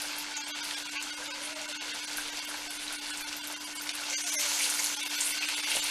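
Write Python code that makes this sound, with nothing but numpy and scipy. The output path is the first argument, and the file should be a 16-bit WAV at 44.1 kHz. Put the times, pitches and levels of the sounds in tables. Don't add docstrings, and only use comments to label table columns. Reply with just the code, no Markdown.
import sys
import numpy as np
from scipy import signal
from scipy.fft import rfft, irfft
from scipy.io import wavfile
from scipy.ndimage import uniform_filter1d

SR = 44100
rng = np.random.default_rng(int(sys.argv[2]) if len(sys.argv) > 2 else 0)


def to_linear_factor(level_db):
    exponent = np.asarray(level_db, float) / 20
    return 10 ** exponent


def dump_mix(stems):
    frames = np.atleast_2d(stems).T
    limited = np.clip(frames, -1, 1)
    pcm = np.round(limited * 32767).astype(np.int16)
    wavfile.write(sys.argv[1], SR, pcm)


N = 260190
HOP = 941

# [f/Hz, level/dB]
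HUM = [(296.1, -53.5)]


def in_time(rows):
    s, *columns = np.transpose(rows)
    return [np.interp(np.arange(N) / SR, s, column) for column in columns]


def rms_one(x):
    return x / np.sqrt(np.mean(x ** 2) + 1e-20)


def coloured(x, points):
    hz, db = np.transpose(points)
    axis = np.maximum(np.fft.rfftfreq(N, 1 / SR), 1)
    gain_db = np.interp(np.log(axis), np.log(hz), db, left=-80)
    return irfft(rfft(x) * to_linear_factor(gain_db), N)


def drift(rate):
    step = 40
    r = np.exp(-2 * np.pi * rate * step / SR)
    noise = rng.standard_normal(N // step + 2002)
    slow = signal.lfilter([1], [1, -2 * r, r * r], noise)[2000:]
    return np.interp(np.arange(N) / step, np.arange(len(slow)), rms_one(slow))


def resonance(x, hz, width):
    r = np.exp(-np.pi * width / SR)
    return signal.lfilter((1 - r * r) / 2 * np.array([1, 0, -1]), [1, -2 * r * np.cos(2 * np.pi * hz / SR), r * r], x)


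def kitchen(x, wet_db):
    out = x.copy()
    for lag_s, db in [(.0068, -5.5), (.0113, -6.5), (.0187, -10.5), (.0271, -9.5), (.039, -8.5)]:
        lag = round(lag_s * SR)
        out[lag:] += to_linear_factor(db + wet_db) * x[:-lag]
    return out


def hum():
    hz, db = HUM[0]
    phase = 2 * np.pi * np.cumsum(hz + 0.915 * drift(3.5)) / SR
    return np.sqrt(2) * to_linear_factor(db + 1.8 * drift(25.0)) * np.sin(phase)


def rumble():
    # [f/Hz, level per Hz/dB]
    spectrum = [(15, 2), (30, -6), (60, 1.5), (100, -2), (200, 1), (260, 5), (340, 4), (420, 1), (600, -42)]
    return to_linear_factor(-62.5) * rms_one(coloured(rng.standard_normal(N), spectrum))


def stirred_air():
    # [t/s, peak level/dB]
    passes = [(1.02, -84), (2.27, -67), (2.78, -60), (3.3, -68), (4.8, -87), (5.8, -65)]
    still_db, fall_db_per_s = -71, 64
    t = np.arange(N) / SR
    strength = to_linear_factor(still_db) + sum(to_linear_factor(db - fall_db_per_s * abs(t - s)) for s, db in passes)
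    slow_band = signal.butter(2, [10, 27], "band", fs=SR, output="sos")
    return strength * rms_one(signal.sosfilt(slow_band, rng.standard_normal(N)))


def whistles():
    # [start t/s, length/s, first f/Hz, last f/Hz, level/dB]
    calls = [
        (0.017, 0.42, 866, 884, -54.5),
        (1.201, 0.22, 518, 570, -53),
        (1.47, 0.2, 613, 617, -49.5),
        (1.907, 0.07, 460, 458, -57),
        (2.114, 0.23, 475, 468, -60),
        (4.24, 0.027, 715, 709, -55),
        (4.324, 0.15, 612, 588, -55),
        (4.491, 0.188, 565, 520, -57.5),
    ]
    fade_db_per_s = 350
    t = np.arange(N) / SR
    s, length, first_hz, last_hz, db = np.transpose(calls)
    turns_s = np.ravel([s, s + length], "F")
    hz = np.interp(t, turns_s, np.ravel([first_hz, last_hz], "F")) + 11 * drift(22.5)
    before, after = s[:, None] - t, t - (s + length)[:, None]
    outside_s = np.maximum(np.maximum(before, after), 0)
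    level_db = np.max(db[:, None] - fade_db_per_s * outside_s, axis=0) + 4.5 * drift(14.0) - 2
    return np.sqrt(2) * to_linear_factor(level_db) * np.sin(2 * np.pi * np.cumsum(hz) / SR)


def bursts(events, t60, sharpness, crack_db, breadth, crack_s):
    length = 4500
    out, t = np.zeros(N + length), np.arange(length) / SR
    noise = rng.standard_normal((len(events), length))
    for (s, db, hz), puff in zip(events, noise):
        puff = puff * to_linear_factor(-60 * t / t60) * np.minimum(t / 0.0002, 1)
        crack = puff * to_linear_factor(-60 * t / crack_s)
        tone = puff
        for _ in range(2):
            crack = resonance(crack, hz, breadth * hz)
            tone = resonance(tone, hz, hz / sharpness)
        drop = tone / abs(tone).max() + to_linear_factor(crack_db) * crack / abs(crack).max()
        out[round(s * SR):][:length] += to_linear_factor(db - 2.5) * drop
    return out[:N]


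def ladle_knocks():
    # [t/s, peak level/dB, f/Hz]
    knocks = [
        (3.5, -33, 770),
        (5.765, -45.5, 160),
        (5.752, -32.5, 560),
        (5.768, -28, 770),
    ]
    return bursts(knocks, 0.07, sharpness=0.81, crack_db=-3.5, breadth=0.71, crack_s=0.005)


def pops():
    # [t/s, peak level/dB, f/Hz]
    pop_list = [(0.1054, -32, 2610), (0.9694, -25.5, 2490), (0.9854, -24, 2800), (1.494, -32, 2620),
                (1.711, -32, 2700), (1.9905, -40, 3260), (2.182, -27, 1530), (2.391, -27, 4260),
                (2.541, -29.5, 1600), (2.827, -34, 3020), (2.8797, -27, 4000), (3.2072, -32, 1550),
                (4.0179, -33, 1470), (4.6405, -22.5, 4340), (4.79, -29, 2180), (4.8684, -24, 4380),
                (5.4244, -23, 2620), (5.4935, -29, 2400), (5.7154, -23, 2800), (5.7508, -22, 3800),
                (5.768, -24.5, 2960),
                (1.2211, -35, 1550), (1.5566, -37, 4310), (3.0294, -40, 2730), (3.1582, -36, 3800),
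             (3.276, -36, 4260), (3.868, -32, 2280), (4.035, -32, 2660), (4.129, -26, 2240),
             (4.3934, -35, 4340), (5.6334, -35, 2200), (0.0183, -30, 4650), (0.5825, -38, 4240),
             (1.6896, -35, 2750), (2.1307, -29, 4640), (3.3283, -31, 2800), (4.782, -29, 4700),
             (4.7968, -26, 2200), (4.8436, -25, 4270), (5.3136, -31, 4550), (4.601, -26.5, 2240)]
    return bursts(pop_list, 0.029, sharpness=5.7, crack_db=2.0, breadth=1.35, crack_s=0.015)


def spits():
    # [t/s, peak level/dB, f/Hz]
    first = [(0.0175, -29.5, 9700), (0.183, -31, 11300), (.488, -42, 13000), (0.643, -33, 9900),
             (1.0251, -31, 7300), (1.255, -46, 10700), (1.6884, -35, 8480), (2.1713, -29.5, 10400),
             (2.183, -39, 9050), (2.45, -35, 13480), (2.706, -33.5, 8950), (2.9253, -32, 9200),
             (3.1028, -32.5, 8000), (3.1732, -31.5, 8100), (3.2096, -35, 11000), (3.2797, -37, 5500),
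             (3.365, -35, 13100), (3.4406, -35, 8000), (3.472, -33.5, 11000), (3.5119, -37, 5670),
             (3.6182, -41, 5850), (3.8137, -41, 5730), (3.819, -33, 13300), (3.8915, -31, 5360),
             (3.9519, -46, 7200)]
    # [t/s, peak level/dB, f/Hz]
    fresh = [(4.274, -36, 5860), (4.34, -26, 10000), (4.6998, -24.5, 8530), (4.794, -23, 6900),
             (4.8417, -25, 10000), (4.86, -25, 6500), (5.0562, -37, 10700), (5.099, -36, 5490),
             (5.209, -23, 6800), (5.2658, -26.5, 8400), (5.4878, -27.5, 9100), (5.565, -29, 10300),
             (5.7597, -28, 7200), (5.8405, -26, 9600)]
    return bursts(first + fresh, 0.083, sharpness=3.6, crack_db=5.5, breadth=0.59, crack_s=0.013)


def spurts():
    # [t/s, peak level/dB, f/Hz]
    spurt_list = [
        (0.3677, -23.5, 6560),
        (5.205, -21, 8350),
        (5.2244, -24, 8700),
        (5.43, -24, 2600),
    ]
    return bursts(spurt_list, 0.09, sharpness=5.9, crack_db=-2.0, breadth=1.0, crack_s=0.014)


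def ticks():
    # [t/s, peak level/dB, f/Hz]
    droplets = [(0.7088, -33, 5020), (0.784, -28.5, 9500), (0.9203, -33, 5900), (1.6152, -26, 6460),
                (1.9484, -31, 5730), (2.1414, -35, 5010), (2.372, -25, 5400), (2.7524, -32, 10100),
                (3.286, -29, 5670), (3.3273, -25, 5500), (3.5234, -27, 9820), (3.6451, -28, 10100),
                (3.7534, -24, 9160), (3.8736, -30, 5560), (3.9364, -30, 5310), (4.0098, -30, 9120),
                (4.1001, -24, 5940), (4.2663, -21.5, 5940), (5.4116, -39, 5600), (5.6296, -36, 5950)]
    return to_linear_factor(-7.0) * bursts(droplets, 0.035, sharpness=3.4, crack_db=7.5, breadth=1.0, crack_s=0.0098)


def cracks():
    # [t/s, peak level/dB, f/Hz]
    sharp = [
        (0.71, -21, 2500),
        (3.8915, -20.5, 2350),
        (0.6895, -30, 2900),
        (5.4862, -21.5, 2070),
        (1.0256, -32, 8300),
        (3.9522, -28, 9600),
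    ]
    slap_s, slap_db = 0.0016, -2
    direct = bursts(sharp, 0.012, sharpness=1.15, crack_db=-2.5, breadth=1.6, crack_s=0.004)
    return direct + to_linear_factor(slap_db) * np.roll(direct, round(slap_s * SR))


def jet():
    # [t/s, level/dB]
    strength = [
        (4.02, -87),
        (4.1, -39.5),
        (4.2, -38),
        (4.38, -36),
        (4.55, -35),
        (4.85, -41),
        (5.02, -42.5),
        (5.1, -79),
    ]
    hiss = resonance(resonance(rng.standard_normal(N), 6200, 2500), 6180, 2470)
    return to_linear_factor(in_time(strength)[0] + 1.4 * drift(41.0)) * rms_one(hiss)


def grains(low, high, per_s, cycles, spread_db, clump_db, hiss_db):
    sizes = to_linear_factor(spread_db * np.minimum(rng.exponential(1, N), 5.2)) * rng.choice([-1, 1], N)
    born = rng.random(N) < per_s / SR
    dealt = rng.integers(0, 10, N)
    shared = drift(9.8)
    out = 0
    for k, hz in enumerate(np.geomspace(low, high, 21)[1::2]):
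        clumps = to_linear_factor(clump_db * (0.56 * shared + drift(9.0)))
        clicks = sizes * born * (dealt == k) * clumps + 1e-18
        out = out + rms_one(resonance(clicks, hz, 2.2 * hz / cycles)) * np.sqrt(hz)
    band = signal.butter(3, [low, high], "band", fs=SR, output="sos")
    hiss = rms_one(signal.sosfilt(band, rng.standard_normal(N)))
    return rms_one(signal.sosfilt(band, out)) + to_linear_factor(hiss_db) * hiss


def wok(x):
    # [f/Hz, width/Hz, level/dB]
    peaks = [(715, 22, -8), (880, 28, -1), (983.5, 17.6, 3), (1114, 7, -3), (1450, 19, 2.5), (1530, 60, -1),
             (2210, 180, -1), (2650, 60, -2), (2741, 44, -4), (2800, 34, -2.5), (2895, 24, -5),
             (3203, 18, 2.5), (3526, 55, -3), (4260, 8.4, 3.5), (4527, 28, -2.5), (4660, 74, -6.5),
             (6200, 360, -8.5)]
    return x + sum(to_linear_factor(db) * resonance(x, hz, width) for hz, width, db in peaks)


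def sizzle():
    # [f/Hz, level per Hz/dB]
    oil = [(200, -58), (340, -16.5), (597, -7), (767, -8), (856, -5), (1170, -7), (1500, -2.5),
           (1840, -3.5), (2220, -3.5), (5170, -0.5), (6140, -2), (10300, -6), (14400, -18)]
    edges = [340, 1800, 5200, 8500, 11300, 15000]
    # [t/s, vigour/dB, spatter (how much finer the bubbles are)/dB]
    boil = [(0, -38.5, -3), (.3, -39, -11), (.7, -38.5, -6), (1.3, -40, -8.5), (2.05, -39, -6.5),
            (2.6, -40, -4.5), (3.3, -40.5, -5.5), (3.8, -43, -3.5), (4.06, -38.5, -5.5), (4.3, -36.5, 2),
            (4.5, -33.5, 1), (4.72, -34.5, 1), (4.88, -36.5, 2.5), (5.02, -36, -3), (5.2, -35.5, 1),
            (5.5, -34, -8), (5.74, -33, -1), (5.9, -34.5, -1)]
    # [level over resting vigour/dB, share of vigour's swing, share of spatter's swing]
    mix = [
        (-5.5, 0.49, 0.0056),
        (-0.88, 1.034, 0.015),
        (-6, 0.84, 0.34),
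        (-10.5, 0.69, 1),
        (-20, 1.2, 1),
    ]
    rest_db, rest_spatter_db = -40.5, -7
    low, high = edges[:-1], edges[1:]
    gurgle = grains(low[0], high[0], per_s=900, cycles=14, spread_db=2.0, clump_db=2.5, hiss_db=0.6)
    bubbles = grains(low[1], high[1], per_s=4000, cycles=10.5, spread_db=3.0, clump_db=2.0, hiss_db=-3.5)
    fizz = grains(low[2], high[2], per_s=5000, cycles=7.4, spread_db=3.0, clump_db=3.0, hiss_db=4.5)
    spray = grains(low[3], high[3], per_s=6300, cycles=3.5, spread_db=1.5, clump_db=7.5, hiss_db=-4.0)
    mist = grains(low[4], high[4], per_s=3700, cycles=5.3, spread_db=-1.0, clump_db=-8.0, hiss_db=3.0)
    vigour_db, spatter_db = in_time(boil)
    out = 0
    for (db, share, fine), x in zip(mix, (gurgle, bubbles, fizz, spray, mist)):
        swing_db = share * (vigour_db - rest_db) + fine * (spatter_db - rest_spatter_db)
        out = out + to_linear_factor(rest_db + db + swing_db) * rms_one(wok(coloured(x, oil)))
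    return out


def scene():
    background = hum() + rumble() + stirred_air() + whistles()
    low_drops = kitchen(pops() + ladle_knocks() + cracks(), wet_db=-4.0)
    high_drops = kitchen(spits() + spurts() + ticks(), wet_db=-2.5)
    return (background + low_drops + high_drops + jet() + sizzle())[None]


def strongest(spectrum, size, lines, db):
    height = size / uniform_filter1d(size, size=61) ** .97
    tops = signal.find_peaks(height, distance=5)[0]
    tops = tops[np.argsort(-height[tops])][:max(int(lines), 0)]
    kept = np.zeros_like(spectrum)
    kept[tops] = size[tops] * np.sign(spectrum[tops])
    boost = to_linear_factor(db) * np.sqrt(np.sum(spectrum ** 2) / (np.sum(kept ** 2) + 1e-20))
    return kept * min(boost, 2.9)


def thin_moments():
    # [t/s, low lines kept, level/dB]
    top_without_chance = [(0.351, 11.5, 7.5), (0.456, 15, 2.5), (0.543, 15.5, 7.5), (0.619, 12.6, 7.5),
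                          (0.971, 28, 8), (0.992, 13, 4.5), (1.118, 7, 7), (1.292, 10, -3), (1.674, 5.7, 0),
                          (1.738, 9.4, 7), (1.782, 5.3, 0), (1.802, 16, 6.5), (2.062, 11, -2), (2.314, 10, 5.5),
                          (2.689, 8.8, 4), (2.785, 19, 7), (2.976, 9.4, 4.5), (3.007, 11, 1.5), (3.552, 10, 6),
                          (3.592, 5.9, 1), (3.927, 8.6, 3), (4.151, 10.6, 8.5), (4.361, 4.5, -14), (4.984, 8.1, 4.5),
                          (5.045, 5.1, -2), (5.399, 6.3, 3.5), (5.813, 6.8, 2.5)]
    # [t/s, low lines kept, level/dB]
    top_faint = [(0.394, 12, 7), (0.521, 9.6, 6.5), (0.842, 12, 4), (0.883, 6.4, 2.5), (0.906, 6.7, 0),
                 (1.331, 8, 7), (1.547, 4.3, -8), (1.93, 13, 8), (2.41, 14, 7.5), (2.464, 6.1, 2.5),
                 (3.234, 4.4, 0), (3.252, 10, 5), (3.404, 11, 1.5), (3.745, 4.3, -3), (4.312, 9, 5),
                 (4.959, 5.1, -6), (5.024, 9, 7), (5.088, 5, -4), (5.656, 11.3, 4.5)]
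    # [t/s, low lines kept, level/dB]
    top_strong = [(0.429, 9.9, 7.5), (0.757, 5.8, 2), (1.16, 8.6, 4), (2.016, 14, 7.5), (3.123, 5.9, 4),
                  (3.424, 6.4, 3), (3.657, 10.3, 7), (3.786, 10.8, 3.5), (4.17, 4.4, 1), (4.232, 5.9, -1.5),
                  (4.254, 7.8, 1.5), (4.381, 4.5, -12), (5.172, 9, 5.5), (5.333, 12, 8.5), (5.47, 8.1, 2.5),
                  (5.557, 7.2, 2.5), (5.621, 4.9, -8)]
    linked_s = np.array([.544, .992, 1.802, 4.17, 4.381])
    moments = [(*row, 0, 0) for row in top_without_chance]
    moments += [(*row, 1.5, -15) for row in top_faint]
    moments += [(*row, 1.5, -11) for row in top_strong]
    moments = sorted(moments)
    starts = [round(row[0] * SR) - HOP for row in moments]
    for k in range(1, len(starts)):
        if abs(linked_s - moments[k][0]).min() < .004:
            starts[k] = starts[k - 1] + HOP
        else:
            starts[k] = max(starts[k], starts[k - 1] + HOP + 40)
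    return moments, starts


def moment_windows(moments):
    abrupt_end_s = np.array([.62, 1.291, 2.062, 3.404, 3.551, 3.786])
    n = np.arange(2 * HOP) + .5
    smooth = np.sin(np.pi * n / (2 * HOP))
    fall = np.cos(np.pi / 2 * np.clip((n / HOP - 23 / 16) * 8, 0, 1))
    abrupt = np.where(n < HOP, smooth, fall)
    return np.array([abrupt if abs(abrupt_end_s - row[0]).min() < .004 else smooth for row in moments])


def line_of(hz):
    return (np.asarray(hz) * 2 * HOP / SR).astype(int)


def hold_tones(kept, lines, s, typical):
    # [t/s, f/Hz, f/Hz, f/Hz, f/Hz]
    held_four = [(0.351, 1480, 4260, 3820, 2400), (0.393, 2640, 6360, 6760, 6140),
                 (0.429, 3300, 4570, 2750, 4240), (0.456, 4540, 4720, 1600, 4360),
                 (0.522, 3900, 3300, 6200, 2830), (0.543, 1470, 4570, 3950, 3520),
                 (0.62, 4960, 4630, 1454, 950), (0.757, 3380, 1620, 2380, 5470),
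                 (0.842, 3360, 2800, 3880, 4400), (0.884, 2430, 2700, 3300, 3530),
                 (0.906, 2780, 1514, 4080, 2230), (0.971, 2570, 2240, 1620, 1110),
                 (0.992, 2720, 2600, 1500, 3000), (1.122, 1475, 2910, 2150, 3760),
                 (1.16, 1453, 4770, 3190, 2810), (1.291, 2900, 2180, 880, 3680),
                 (1.312, 580, 2720, 2340, 3760), (1.333, 1530, 4950, 2560, 3830),
                 (1.549, 620, 2550, 2210, 2720), (1.674, 1530, 2720, 970, 2190),
                 (1.738, 1450, 2800, 2590, 4250), (1.782, 2680, 6600, 6340, 4330),
                 (1.802, 3260, 2990, 3830, 1580), (1.93, 2800, 3750, 3200, 2030),
                 (2.016, 2640, 2260, 3330, 5000), (2.062, 5860, 4100, 1610, 4600),
                 (2.313, 3750, 1940, 2320, 2890), (2.412, 2210, 3430, 2800, 3300),
                 (2.466, 2790, 2180, 3550, 2910), (2.689, 1540, 720, 4580, 5400),
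                 (2.785, 3450, 3820, 1460, 4190), (2.976, 2780, 4300, 1480, 2270),
                 (3.008, 2900, 2640, 4530, 860),
                 (3.125, 1490, 3360, 4200, 3000), (3.234, 2380, 3470, 4270, 4550),
                 (3.252, 900, 2110, 4270, 3460), (3.404, 3460, 2790, 970, 4820),
                 (3.424, 3190, 4690, 2740, 2980), (3.551, 2800, 3140, 2060, 3670),
                 (3.591, 2750, 6060, 3170, 4840), (3.657, 4880, 4600, 2980, 2800),
                 (3.74, 1810, 2220, 3060, 2800), (3.786, 2220, 3020, 4900, 4600),
                 (3.927, 3400, 2500, 3100, 2670), (4.15, 2096, 2870, 5920, 6300),
                 (4.17, 6060, 6650, 6300, 4750), (4.235, 5990, 6500, 2870, 6200),
                 (4.256, 6500, 2590, 3380, 710), (4.311, 6160, 2310, 5900, 6540),
                 (4.361, 2110, 6300, 5710, 6180), (4.381, 6360, 6000, 2044, 5470),
                 (4.957, 3930, 4380, 4860, 3040), (4.983, 6130, 5440, 3380, 850),
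                 (5.027, 2680, 2240, 3930, 3640), (5.045, 2210, 4530, 2780, 986),
                 (5.088, 3690, 2140, 2780, 4800), (5.172, 3500, 6140, 4260, 2640),
                 (5.333, 2230, 2090, 6070, 4820), (5.4, 4240, 4660, 2800, 2160),
                 (5.47, 3650, 4250, 6030, 1560), (5.557, 3260, 2950, 3800, 2650),
                 (5.621, 3500, 4820, 4260, 2300), (5.656, 2700, 2940, 2150, 5840),
                 (5.813, 2960, 3830, 2820, 4580)]
    held_db = [3.5, 2.3, 0.91, 0.79]
    # [t/s, f/Hz, f/Hz, level over a typical line/dB]
    held_further = [(0.456, 8220, 8220, 8), (0.757, 8450, 8450, -2), (0.884, 8870, 8870, -5),
                    (0.906, 7460, 7420, -4), (1.122, 9570, 9570, -7), (1.16, 8420, 8420, -1),
                    (1.291, 7000, 7000, 1), (1.312, 6990, 6990, -6), (1.333, 8820, 8820, -9),
                    (1.549, 9120, 8730, 0), (2.016, 7960, 11160, -5), (2.062, 6950, 7380, -18),
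                    (2.313, 6950, 6950, 0), (2.466, 7800, 7730, -8), (2.689, 7770, 7770, -1),
                    (2.785, 8730, 8730, -1), (2.976, 9180, 9410, 0), (3.008, 13330, 8840, -10),
                    (3.125, 9610, 8110, -4), (3.234, 10490, 10960, -6), (3.252, 10910, 10910, -10),
                    (3.404, 7210, 8360, -7), (3.424, 8300, 8300, -7), (3.657, 10200, 8790, 3),
                    (3.74, 10800, 10650, -6), (3.786, 8140, 7250, 2), (4.15, 7280, 7280, -2),
                    (4.17, 8500, 8520, -5), (4.235, 9400, 8500, 5), (4.256, 6910, 8500, 2),
                    (4.311, 7100, 8690, -4), (4.361, 10300, 10350, -3), (4.381, 9400, 10520, -7),
                    (4.957, 11100, 11100, 0), (5.045, 12940, 9820, -14), (5.088, 10600, 13840, -4),
                    (5.172, 7720, 13090, -1), (5.333, 8730, 8500, -6), (5.47, 7630, 8820, 3.5),
                    (5.557, 7480, 10230, 2), (5.621, 8940, 8840, 2), (5.656, 10540, 10930, -3),
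                    (5.813, 7240, 7240, 7),
                    (1.291, 575, 1300, 0), (4.361, 610, 3900, -6), (4.381, 605, 1580, -9.5),
                 (3.551, 5650, 4680, -6), (0.971, 4600, 3500, -5)]
    held = np.array(held_four)
    tones = line_of(held[abs(held[:, 0] - s).argmin(), 1:])
    kept[tones] = to_linear_factor(held_db) * typical * np.sign(lines[tones])
    for at_s, *hz, db in held_further:
        if abs(at_s - s) < .006:
            tones = line_of(hz)
            kept[tones] = to_linear_factor(db) * typical * np.sign(lines[tones])


def thin_out(x):
    # [t/s, level/dB]
    leaks = [(.522, -50), (.543, -40), (.971, -17), (.992, -26), (1.291, -19), (2.062, -22), (3.404, -21.5),
             (3.551, -21), (3.786, -18), (4.361, -34), (4.381, -30.5)]
    moments, starts = thin_moments()
    windows = moment_windows(moments)
    n = np.arange(2 * HOP) + .5
    basis = np.cos(np.pi / HOP * np.outer(n + HOP / 2, n[:640]))
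    hum_line, low, split = line_of([HUM[0][0], 850, 6900])
    full = np.array([x[at:at + 2 * HOP] for at in starts]) * windows @ basis
    sizes = abs(full)
    for k in np.flatnonzero(np.diff(starts) == HOP):
        sizes[k:k + 2] = sizes[k:k + 2].max(axis=0)
    thin = to_linear_factor(-60) * full
    for s, db in leaks:
        k = np.argmin([abs(row[0] - s) for row in moments])
        thin[k] = to_linear_factor(db) * full[k]
    thin[:, :hum_line - 1] = to_linear_factor(-40) * full[:, :hum_line - 1]
    around_hum = slice(hum_line - 1, hum_line + 2)
    thin[:, around_hum] = full[:, around_hum]
    for kept, lines, size, (s, low_lines, low_db, high_lines, high_db) in zip(thin, full, sizes, moments):
        kept[low:split] += strongest(lines[low:split], size[low:split], max(low_lines - 3, 1), low_db - 9.5)
        kept[split:] += strongest(lines[split:], size[split:], high_lines, high_db)
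        typical = abs(kept[low:split]).sum() / max(int(low_lines - 3), 1)
        hold_tones(kept, lines, s, typical)
    out = x.copy()
    for at, change in zip(starts, (thin - full) @ basis.T * windows * 2 / HOP):
        out[at:at + 2 * HOP] += change
    return out


def low_pass(x):
    return signal.sosfilt(signal.butter(12, 14720, fs=SR, output="sos"), x)


def record(dry):
    top_cut = signal.cheby2(20, 75, 14610, fs=SR, output="sos")
    mix = signal.sosfilt(top_cut, thin_out(dry[0]))[None]
    return low_pass(mix)


dry = scene()
out = record(dry)
dump_mix(out)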